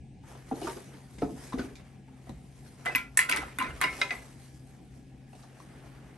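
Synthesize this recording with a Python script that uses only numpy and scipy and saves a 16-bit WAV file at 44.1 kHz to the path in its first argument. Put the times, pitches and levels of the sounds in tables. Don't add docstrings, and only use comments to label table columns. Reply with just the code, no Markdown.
import sys
import numpy as np
from scipy import signal
from scipy.fft import rfft, irfft, next_fast_len
from scipy.io import wavfile
from scipy.ndimage import uniform_filter1d, map_coordinates

SR = 44100
rng = np.random.default_rng(int(sys.argv[2]) if len(sys.argv) > 2 else 0)


def master(y):
    cut = np.clip(np.atleast_2d(y).T, -1, 1)
    pcm = np.round(cut * 32767)
    wavfile.write(sys.argv[1], SR, pcm.astype(np.int16))


def volts_from_decibels(level):
    exponent = np.asarray(level, float) / 20
    return 10 ** exponent


N = 272375


def unit(x):
    return x / np.sqrt(np.mean(x ** 2) + 1e-20)


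def along(points, hz):
    f, value = np.transpose(points)
    return np.interp(np.log(hz + 1), np.log(f + 1), value)


def wobble(rate):
    t = np.arange(0, N + 16, 16) / SR
    knots = rng.standard_normal(int(N * rate / SR) + 4)
    return np.interp(np.arange(N) / SR, t, map_coordinates(knots, [t * rate]))


def swells(times, fade_s, db):
    rise_share = 0.89
    t = np.arange(0, N, 64) / SR
    late = (t - np.c_[times]) / np.c_[fade_s]
    gains = volts_from_decibels(np.c_[db] - 10 * np.maximum(late, -late / rise_share))
    return np.interp(np.arange(N) / SR, t, np.sqrt((gains ** 2).sum(axis=0)))


def filtered(x, response):
    n = x.shape[-1]
    m = next_fast_len(n + 8192)
    return irfft(rfft(x, m) * response(np.fft.rfftfreq(m, 1 / SR)), m)[..., :n]


def shifted(x, lead, colour):
    def response(hz):
        turn = np.outer([.5, -.5], along(lead, hz))
        return volts_from_decibels(along(colour, hz)) * np.exp(1j * turn)
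    return filtered(x, response)


# (frequency [Hz], likeness [0 to 1])
PORT_LIKENESS = [(60, .92), (160, .96), (300, .9), (500, .62), (1200, .62), (2500, .62), (7000, .45),
                 (8200, .78), (9400, .88), (9900, .995), (10700, .995), (11200, .9), (13000, .8)]


def spread(pair):
    def response(hz):
        turn = np.arccos(np.clip(along(PORT_LIKENESS, hz), -1, 1)) / 2
        return np.array([np.cos(turn), np.sin(turn)])
    mid, side = filtered(pair, response)
    return np.array([mid + side, mid - side])


def rush(spectrum, patchy_db):
    z = signal.stft(rng.standard_normal((2, N)), nperseg=512)[2]
    field = uniform_filter1d(rng.standard_normal(z.shape[1:]), size=6, axis=0)
    field = uniform_filter1d(field, size=8, axis=1)
    pair = signal.istft(z * volts_from_decibels(patchy_db * unit(field)), nperseg=512)[1][:, :N]
    return unit(filtered(pair, lambda hz: volts_from_decibels(along(spectrum, hz))))


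def ring(modes, t, scatter_db, rough):
    hz, db, t60 = np.transpose(modes)[:, :, None]
    steps = rng.standard_normal((len(hz), len(t) // 16 + 1)).repeat(16, axis=1)
    chance = rng.standard_normal((2, 2, len(hz)))
    life = t[t < t60.max()]
    waver = rough * np.cumsum(steps[:, :len(life)], axis=1) * np.sqrt(hz / SR) / 4
    tones = volts_from_decibels(db - 60 * life / np.maximum(t60, .005)) * np.sin(2 * np.pi * hz * life + waver)
    views = (volts_from_decibels(scatter_db * chance[0]) * np.sign(chance[1])) @ tones
    return np.pad(views, ((0, 0), (0, len(t) - len(life)))) / np.abs(views[0]).max()


def crack(t, t60, lo_hz, hi_hz):
    band = signal.butter(2, [lo_hz, hi_hz], "bandpass", fs=SR, output="sos")
    burst = signal.sosfilt(band, rng.standard_normal((2, len(t))) * volts_from_decibels(-60 * t / t60))
    return burst / np.abs(burst[0]).max()


def chatter(length_s):
    t, chance = np.arange(SR // 24) / SR, rng.random((2, SR // 24))
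    happens = chance[0] < .02
    touches = happens * (2 * chance[1] - 1) * np.exp(-t / max(length_s, .0005))
    touches[0] = 1.09
    return touches[None] / np.linalg.norm(touches)


def struck(sound, length_s):
    hit = signal.fftconvolve(sound, chatter(length_s), axes=1)
    return hit / np.abs(hit[0]).max()


# (frequency [Hz], time to fall 60 dB [s])
KITCHEN_DECAY = [(150, 0.61), (400, 0.38), (1000, 0.23), (3000, 0.23), (10000, 0.19), (12300, .15),
                 (13300, .02)]


def tails(count):
    hz, t, z = signal.stft(rng.standard_normal((count, 2, SR // 4)), SR, nperseg=256)
    fade = volts_from_decibels(-60 * t / along(KITCHEN_DECAY, hz)[:, None])
    tail = signal.istft(z * fade, SR, nperseg=256)[1]
    return tail / np.linalg.norm(tail[:, :1], axis=2, keepdims=True)


def kitchen(x, tail, wet_db):
    late = np.pad(x[:1], ((0, 0), (130, 0)))
    wet = volts_from_decibels(wet_db) * signal.fftconvolve(late, tail, axes=1)
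    wet[:, :x.shape[1]] += x
    return wet


def add(track, s, x):
    track[:, round(s * SR):][:, :x.shape[1]] += x


def notes(rows, rise_cycles, rough, wet_db):
    out = np.zeros((2, N + SR))
    for s, db, hz, t60 in rows:
        t = np.arange(int(SR * np.clip(t60, .005, .25))) / SR
        chance = rng.standard_normal(SR // 64 + 2)
        waver = rough * np.cumsum(chance[1:])[np.arange(len(t)) // 16] * np.sqrt(hz / SR) / 4
        shape = volts_from_decibels(-60 * t / max(t60, .005)) * (1 - np.exp(-t * hz / rise_cycles))
        turn = 2 * np.pi * hz * t + waver
        views = np.array([np.sin(turn), 0.57 * np.tanh(chance[0]) * np.cos(turn)])
        add(out, s, volts_from_decibels(db) * shape / shape.max() * views)
    return kitchen(out, tails(count=1)[0], wet_db)[:, :N]


# (frequency [Hz], density [dB per Hz])
AIR_SPECTRUM = [(25, -58), (100, -0.5), (200, 0), (300, -4), (450, -13), (640, -21.5), (770, -11.5),
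                (950, -30.5), (1250, -40.5), (2300, -25), (4000, -34), (9000, -37), (12000, -51.5),
                (13500, -120)]


def room_air():
    return volts_from_decibels(-55) * rush(AIR_SPECTRUM, patchy_db=-1.9)


# (frequency [Hz], density [dB per Hz])
RUMBLE_SPECTRUM = [(15, -59), (30, -7.5), (60, 9), (100, -9), (160, -4), (300, -120)]
# (time [s], level [dB])
GRIP_JOLTS = [(.02, -50), (.69, -55), (1.24, -45), (1.58, -45), (2.33, -52), (3.44, -50.5), (3.72, -40.5),
              (4.54, -54), (5.18, -59), (6.07, -70)]


def rumble():
    jolt_fade_s, house_db = 0.083, -58
    s, db = np.transpose(GRIP_JOLTS)
    jolts = swells(s, np.full(len(s), jolt_fade_s), db)
    house = volts_from_decibels(house_db + 1.1 * wobble(3.9))
    return np.hypot(jolts, house) * rush(RUMBLE_SPECTRUM, patchy_db=1.5)


# (frequency [Hz], level [dB rms], unsteadiness [dB])
FRIDGE_TONES = [(132.6, -55.5, -1.1), (64, -84, 0), (261.3, -66, 3), (229, -68, 3), (1675, -85.5, 3.5)]


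def fridge():
    t, hum = np.arange(N) / SR, 0
    for hz, db, loose_db in FRIDGE_TONES:
        level = volts_from_decibels(db + 4.0 + loose_db * wobble(16))
        hum = hum + level * np.sin(2 * np.pi * hz * t + 0.63 * loose_db * wobble(6.3))
    return hum


# (peak time [s], time to fade 10 dB [s], level [dB], crispness [dB])
RUB_STROKES = [(.31, .15, -66.5, -19), (.68, .13, -58, -14), (.95, .2, -69, -22), (1.22, .15, -74, -9),
               (1.45, .14, -63, -14), (1.63, .1, -60, -22), (1.86, .2, -75, -22), (2.29, .15, -71, -20),
               (2.68, .3, -72, -15), (2.93, .1, -60, -21), (3.36, .13, -57.5, -20), (3.47, .1, -59, -30),
               (3.7, .1, -57, -28), (3.97, .2, -57.5, -18), (4.15, .15, -64, -17), (4.45, .3, -75, -11),
               (4.75, .15, -77, -20), (4.96, .1, -80, -13), (5.39, .1, -75, -13), (5.63, .1, -74, -15),
               (5.85, .6, -68, -26)]
# (frequency [Hz], density [dB per Hz])
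RUB_HISS = [(1500, -60), (3000, -5), (5000, -1), (7000, -1), (9000, -1), (11400, -2), (11900, -10),
            (12500, -120)]
# (frequency [Hz], density [dB per Hz])
RUB_BODY = [(150, -17), (350, 8.5), (800, 6), (1250, 2), (1900, 2.5), (2600, -3), (4000, -11.5),
            (7000, -17)]


def rustle():
    stir_s = 0.29
    s, fade_s, db, crisp_db = np.transpose(RUB_STROKES)
    moving = np.clip((np.arange(N) / SR - stir_s) / 0.084 + 1, 0, 1)
    grain = volts_from_decibels(1.2 * wobble(40) + 1.2 * wobble(300))
    hiss = volts_from_decibels(24.0) * swells(s, fade_s, db + crisp_db) * rush(RUB_HISS, patchy_db=2.5)
    body = volts_from_decibels(11.5) * swells(s, fade_s, db) * rush(RUB_BODY, patchy_db=1.9)
    return moving * grain * (hiss + body)


# (time [s], peak level
# [dB], chatter [s])
SCUFF_EVENTS = [(.616, -41, .02), (.668, -39, .02), (.697, -41, .012), (1.222, -44, .004),
                (1.524, -43, .008), (1.584, -37, .012), (1.594, -35, .01), (1.62, -44, .015),
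                (3.372, -24, .001), (3.428, -38, .004), (5.3305, -53, .001), (5.434, -52, .006),
                (5.601, -51, .001), (2.2935, -42, .001), (2.9505, -22, .0006), (3.2955, -21, .0006),
                (3.3135, -22, .0006), (3.3245, -19, .0006), (3.8145, -23, .0006), (3.6255, -31, .0006),
                (1.533, -41, .004), (.77, -44, .004), (.647, -41, .004)]


def scuffs():
    out, t = np.zeros((2, N + SR)), np.arange(SR // 40) / SR
    room = tails(count=1)[0]
    for s, db, length_s in SCUFF_EVENTS:
        scuff = struck(crack(t, .012, 800, 5000), length_s)
        add(out, s, volts_from_decibels(db) * kitchen(scuff, room, wet_db=-7))
    return out[:, :N]


# (time [s], peak level [dB])
TICK_EVENTS = [
    (.952, -55),
    (1.185, -49),
    (1.7548, -43.5),
    (5.352, -56),
    (5.426, -50),
    (5.598, -59),
]


def ticks():
    out, t = np.zeros((2, N + 2 * SR)), np.arange(SR // 7) / SR
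    for (s, db), room in zip(TICK_EVENTS, tails(count=13)):
        tick = struck(crack(t, 0.02, 2000, 7000), 0.01)
        add(out, s, volts_from_decibels(db) * kitchen(tick, room, wet_db=-3))
    return out[:, :N]


# (frequency [Hz], level [dB])
CARD_MODES = [(135, -15), (200, -15), (250, -0.5), (300, -6.5), (385, -4.5), (470, -3.5), (735, 0.5),
              (900, -0.5), (1010, -6.5), (1270, 0)]


def knock(hz, edge_db, t60, length_s):
    t = np.arange(SR // 7) / SR
    grip = 1 + 0.037 * rng.standard_normal(len(CARD_MODES))
    modes = [(hz, 2, .5 * t60)]
    for (f, level), g in zip(CARD_MODES, grip):
        mode_t60 = 0.57 * t60 * (300 / f) ** 0.27
        modes.append((f * g, level - 10 * abs(np.log2(f / hz)), mode_t60))
    body = ring(modes, t, scatter_db=3.0, rough=0.36) + 0.42 * crack(t, 0.88 * t60, .5 * hz, 2 * hz)
    edge = volts_from_decibels(edge_db - 7.0) * crack(t, 0.067, 440, 2800)
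    return struck(body * (1 - np.exp(-t / 0.0023)) + edge, 0.51 * length_s)


# (time [s], peak level [dB], loudest ring [Hz], edge [dB])
BOX_KNOCKS = [(.351, -40.5, 500, -3), (0.483, -43, 239, 4), (.515, -26.5, 421, -23), (0.571, -36, 367, -40),
              (.617, -29, 358, -13), (.644, -30.5, 343, -20), (.67, -26, 681, -10.5), (0.698, -35, 432, -9),
              (.765, -36, 387, -30), (.934, -45, 264, 5), (1.182, -37.5, 203, -4), (1.219, -26, 440, -13),
              (1.231, -26, 279, -35), (1.288, -38, 356, -32), (1.529, -33.5, 1062, -12),
              (1.538, -29, 263, -43), (1.574, -33, 393, -27), (1.589, -27, 401, -6), (1.613, -34, 330, -41),
              (1.643, -40, 251, -31), (1.796, -42.5, 197, -4), (2.268, -45, 650, -11),
              (2.292, -37, 178, -18)]
# (time [s], peak level [dB], loudest ring [Hz])
RACK_THUMPS = [(2.86, -29, 734), (2.879, -34, 595), (2.949, -39, 299), (3.295, -36.5, 293),
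               (3.334, -30, 762), (3.371, -36.5, 287), (3.585, -34.5, 288), (3.624, -34.5, 251),
               (3.816, -31, 672), (3.839, -31.5, 345), (4.012, -29, 781), (4.108, -32.5, 735)]
# (time [s], peak level [dB], loudest ring [Hz])
FINGER_TAPS = [
    (.236, -47.5, 863),
    (.264, -60, 860),
    (2.08, -52, 844),
    (5.33, -48.5, 734),
    (5.436, -48.5, 790),
    (5.602, -49.5, 1027),
]


def boxes():
    out, rooms, knocks = np.zeros((2, N + 2 * SR)), tails(count=13), []
    for s, db, hz, edge_db in BOX_KNOCKS:
        t60 = 0.1 * (300 / hz) ** 0.073
        length_s = 0.016 * volts_from_decibels(0.05 * (edge_db + 6))
        knocks.append((s, db, hz, edge_db, t60, length_s))
    knocks += [(*row, -35.5, 0.14, 0.026) for row in RACK_THUMPS]
    knocks += [(*row, -17, 0.12, 0.001) for row in FINGER_TAPS]
    for k, (s, db, *how) in enumerate(knocks):
        add(out, s, volts_from_decibels(db) * kitchen(knock(*how), rooms[k % len(rooms)], wet_db=-9))
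    return out[:, :N]


# (time [s], peak level [dB], frequency [Hz], time to fall 60 dB [s])
PANEL_TONES = [(.513, -26.5, 790, 0.055), (.519, -26, 257.4, 0.08), (.538, -29.5, 292, 0.073),
               (.57, -42, 860, 0.055), (.617, -33.5, 700, 0.05), (.63, -32.5, 330, 0.076),
               (.63, -42.5, 2900, .04), (.685, -32.5, 375, .06), (.7, -47, 2900, .04),
               (1.221, -20.5, 447, 0.05), (1.222, -28.5, 720, 0.075), (1.223, -35, 1304, 0.047),
               (1.231, -23, 278.5, .1), (1.25, -31, 432, .12), (1.298, -36, 307, 0.1),
               (1.335, -40, 254, 0.091), (1.524, -34, 970, 0.017), (1.53, -31.5, 1040, 0.028),
               (1.541, -25.5, 268, .08), (1.593, -25.5, 250, .08), (1.592, -33, 1503, .05),
               (1.594, -45, 2500, 0.017), (1.615, -39, 1450, 0.045), (1.645, -39, 298, 0.07),
               (1.71, -44.5, 412, 0.051), (1.755, -53, 2400, .05), (1.238, -30, 205, 0.11),
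               (1.19, -49.5, 2090, .05), (2.296, -32.5, 220, 0.048), (2.318, -38, 152, 0.06),
               (2.294, -41, 900, 0.014), (5.331, -43.5, 756, .03), (5.331, -52.5, 2700, .015),
               (5.353, -51, 600, .03), (5.434, -51.5, 1200, 0.036), (5.602, -43, 1100, .025),
               (1.586, -38, 2000, .015), (1.6, -45, 3300, .02), (.351, -46, 894, .03)]


def box_tones():
    return notes(PANEL_TONES, rise_cycles=0.34, rough=.8, wet_db=-11.5)


# (frequency [Hz], level [dB], time to fall 60 dB [s])
WALL_MODES = [(1020, -5.5, 0.16), (1323, -7.5, 0.32), (1420, -2.5, 0.065), (1550, 0, 0.059),
              (1729, 0.5, 0.04), (1810, -27, 0.016), (2098, 4, 0.04), (2020, -1, 0.13), (2170, -6, 0.17),
              (2300, -5.5, 0.23), (2500, -7.5, 0.29), (2684, -6, 0.079), (2850, -8, 0.086),
              (3270, -23.5, 0.14), (4020, -9, 0.11), (4427, -21.5, 0.03), (4750, -12, 0.071),
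              (734, -20, 0.04), (412, -32, .12)]
# (frequency [Hz], level [dB], time to fall 60 dB [s])
RIM_MODES = [(5900, -14, .04), (6560, -14, .04), (7630, -6, .05), (8170, -8, .04), (8850, -4, .04),
             (9590, -4, .04), (10300, 0, .05), (10780, 2, .05), (11550, -6, .04), (12200, -10, .03)]


def cup_contact(hz, snap_db, t60, rocking_s):
    t = np.arange(SR // 8) / SR
    grip = 1 + 0.0051 * rng.standard_normal(len(WALL_MODES))
    modes = [(hz, 2, 0.91 * t60)]
    for (f, level, hold), g in zip(WALL_MODES, grip):
        modes.append((f * g, level - 9 * abs(np.log2(f / hz)), hold * t60 / 0.073))
    walls = ring(modes, t, scatter_db=2.5, rough=0.15)
    click = 0.71 * ring([(hz, 0, .016), (1.22 * hz, -7, .01)], t, scatter_db=0.0, rough=0.22)
    click += 0.54 * crack(t, 1.0 * t60, 0.55 * hz, 2.15 * hz)
    rim = 0.38 * ring(RIM_MODES, t, scatter_db=8.5, rough=0.76)
    rim += crack(t, 0.0088, 7000, 10500) + 0.19 * crack(t, 0.023, 1900, 6600)
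    sound = (walls + click) * (1 - np.exp(-t / 0.0003)) + volts_from_decibels(snap_db + 3.5) * rim
    return struck(sound, rocking_s * 2000 / hz)


# (time [s], peak level [dB], loudest ring [Hz], treble snap [dB])
RIM_HITS = [(2.8517, -33, 1510, -7), (2.858, -24, 1110, -16.5), (2.951, -20, 2420, -15.5),
            (2.9578, -15.5, 1990, -8), (2.98, -30, 2300, -22), (3.1728, -10, 1810, 4),
            (3.1903, -11.5, 1834, -8), (3.2952, -18, 2560, -1.5), (3.3134, -17, 2230, -8),
            (3.3235, -17, 2300, -26), (3.3615, -24.5, 1340, -7.5), (3.3723, -21, 1507, -14),
            (3.4174, -32, 1380, -39), (3.586, -18.5, 1490, -9), (3.601, -22, 2100, -28),
            (3.6245, -27.5, 1020, -22.5), (3.8058, -34, 1310, -13), (3.8139, -14.5, 1190, -11),
            (4.01, -35, 2330, -17), (4.0894, -37, 2080, -25)]
# (time [s], peak level [dB], loudest ring [Hz], ring time to fall 60 dB [s])
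WALL_HITS = [(2.8641, -22, 1580, 0.023), (2.8747, -27, 2020, 0.061), (2.885, -35, 1370, 0.022),
             (3.2079, -22, 1900, 0.1), (3.2885, -22, 1420, 0.094), (3.333, -22, 1864, 0.027),
             (3.379, -38, 2010, 0.04), (3.434, -33.5, 1280, 0.028), (3.6122, -21.5, 1043, 0.067),
             (3.644, -27, 1420, .04), (3.663, -34, 1440, 0.072), (3.7057, -37.5, 1550, 0.041),
             (3.8223, -19, 1880, 0.05), (3.8339, -21, 1034, 0.09), (3.8394, -18.5, 2180, 0.031),
             (3.868, -30, 1700, 0.03), (3.927, -37, 2460, 0.1), (4.0145, -17, 2070, 0.035),
             (4.1063, -23, 2000, 0.034)]


def cups():
    rim_t60_s, wall_snap_db = 0.034, -28.5
    rim_rocking_s, wall_rocking_s = 0.0017, 0.0041
    out, rooms = np.zeros((2, N + 2 * SR)), tails(count=13)
    contacts = [(*row, rim_t60_s, rim_rocking_s) for row in RIM_HITS]
    contacts += [(s, db, hz, wall_snap_db, t60, wall_rocking_s) for s, db, hz, t60 in WALL_HITS]
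    for k, (s, db, *how) in enumerate(contacts):
        add(out, s, volts_from_decibels(db) * kitchen(cup_contact(*how), rooms[k % len(rooms)], wet_db=-5.5))
    return out[:, :N]


# (time [s], peak level [dB],
# frequency [Hz], time to fall 60 dB [s])
CUP_TONES = [(2.862, -39, 3230, 0.034), (2.868, -25, 2020, 0.067), (2.905, -42, 2590, 0.29),
             (2.95, -13, 2470, .014), (2.957, -19, 2024, 0.091), (2.96, -32, 1023, 0.066),
             (2.975, -32.5, 2310, .16), (2.98, -37.5, 1388, 0.22), (3.1745, -18.5, 1810, 0.016),
             (3.174, -27, 2650, .014), (3.175, -34, 4340, 0.023), (3.197, -18.5, 2017, 0.14),
             (3.195, -32.5, 1408, 0.35), (3.192, -37, 3350, .2), (3.21, -43.5, 4830, 0.14),
             (3.2965, -17.5, 2650, 0.012), (3.297, -34.5, 4790, 0.036), (3.314, -34, 3370, 0.095),
             (3.3245, -17.5, 2700, 0.013), (3.328, -21.5, 2020, 0.11), (3.373, -25.5, 1480, 0.014),
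             (3.381, -31, 2020, .1), (3.418, -36, 1000, .03), (3.428, -34.5, 790, 0.049),
             (3.48, -44, 980, .05), (3.603, -29, 1028, .13), (3.597, -32, 2800, .05),
             (3.632, -35, 2078, .08), (3.664, -36, 1410, .08), (3.682, -39, 2094, .15),
             (3.705, -47.5, 2830, .06), (3.815, -25, 1040, 0.11), (3.84, -30, 2060, 0.064),
             (3.842, -26.5, 2166, 0.22), (3.84, -29.5, 2836, .08), (3.84, -37.5, 5087, .06),
             (4.015, -27.5, 2467, 0.13), (4.016, -43, 3321, 0.3), (4.015, -27.5, 3849, 0.054),
             (4.015, -39, 4780, 0.11), (4.015, -29, 1550, 0.045), (4.02, -35.5, 1335, 0.15),
             (4.04, -37, 1003, .12), (4.107, -34.5, 2500, 0.09), (4.107, -38.5, 3840, 0.036),
             (4.18, -43, 2100, 0.045),
             (2.958, -26.5, 11300, 0.031), (2.958, -22, 11900, .02), (2.951, -21, 15400, .012),
             (2.957, -18, 13000, .012), (3.173, -17, 10700, .03), (3.173, -17, 14300, .006),
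             (3.173, -15, 13000, .01), (3.174, -27.5, 7630, 0.072), (3.191, -27, 10500, .035),
             (3.296, -28, 10600, .03), (3.314, -32, 10500, .03), (4.015, -18, 2083, 0.095),
             (3.1905, -9.5, 1825, .022), (2.95, -19.5, 2000, 0.015), (3.173, -19, 9000, .015),
             (3.1915, -24, 9200, .015), (3.362, -30, 9100, .012), (3.586, -32, 3550, .025),
             (4.095, -35, 2083, .06), (4.108, -32, 2083, .09), (3.64, -41, 3800, .04),
             (3.799, -44, 1200, .04)]


def cup_tones():
    return notes(CUP_TONES, rise_cycles=0.79, rough=.16, wet_db=-14)


# (frequency [Hz], left leads [radians])
RACK_LEAN = [(500, 0), (1300, 1.6), (2700, 1.2), (3600, 0)]


def scene():
    lift_s, lift_takes_s = 3.76, .1
    sounding = slice(round(2.7 * SR), round(4.7 * SR))
    background = room_air() + rumble() + fridge() + rustle()
    rest = background + scuffs() + ticks() + boxes() + box_tones()
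    ports = spread(rest) * volts_from_decibels([[.3], [-.3]])
    clatter = spread((cups() + cup_tones())[:, sounding])
    at_rack = shifted(clatter, RACK_LEAN, [(20, 0.03)]) * volts_from_decibels([[-.3], [.3]])
    lifted = np.clip((np.arange(N)[sounding] / SR - lift_s) / lift_takes_s + .5, 0, 1)
    ports[:, sounding] += (1 - lifted) * at_rack + lifted * clatter
    return ports


def roll_off(x):
    return signal.sosfilt(signal.butter(12, 16830, fs=SR, output="sos"), x)


# (frequency [Hz], left leads [radians])
PORT_LEAD = [(300, 0), (3000, -.3), (5000, -.8), (6200, -.2), (7300, -2), (8700, -.3), (9500, 1.8),
             (10000, 2.95), (10600, 3.35), (11000, 4.1), (11600, 6.2), (12400, 6.6), (13000, 9.2),
             (16000, 12.5)]
# (frequency [Hz], level [dB])
PORT_COLOUR = [(20, 0), (8600, 0), (9600, 2), (10400, 6), (11000, 5), (11800, -3), (12500, -18),
               (13200, -26), (16500, -27), (17000, -120)]


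def record(dry):
    mix = shifted(dry, PORT_LEAD, PORT_COLOUR)
    return roll_off(mix)


dry = scene()
out = record(dry)
master(out)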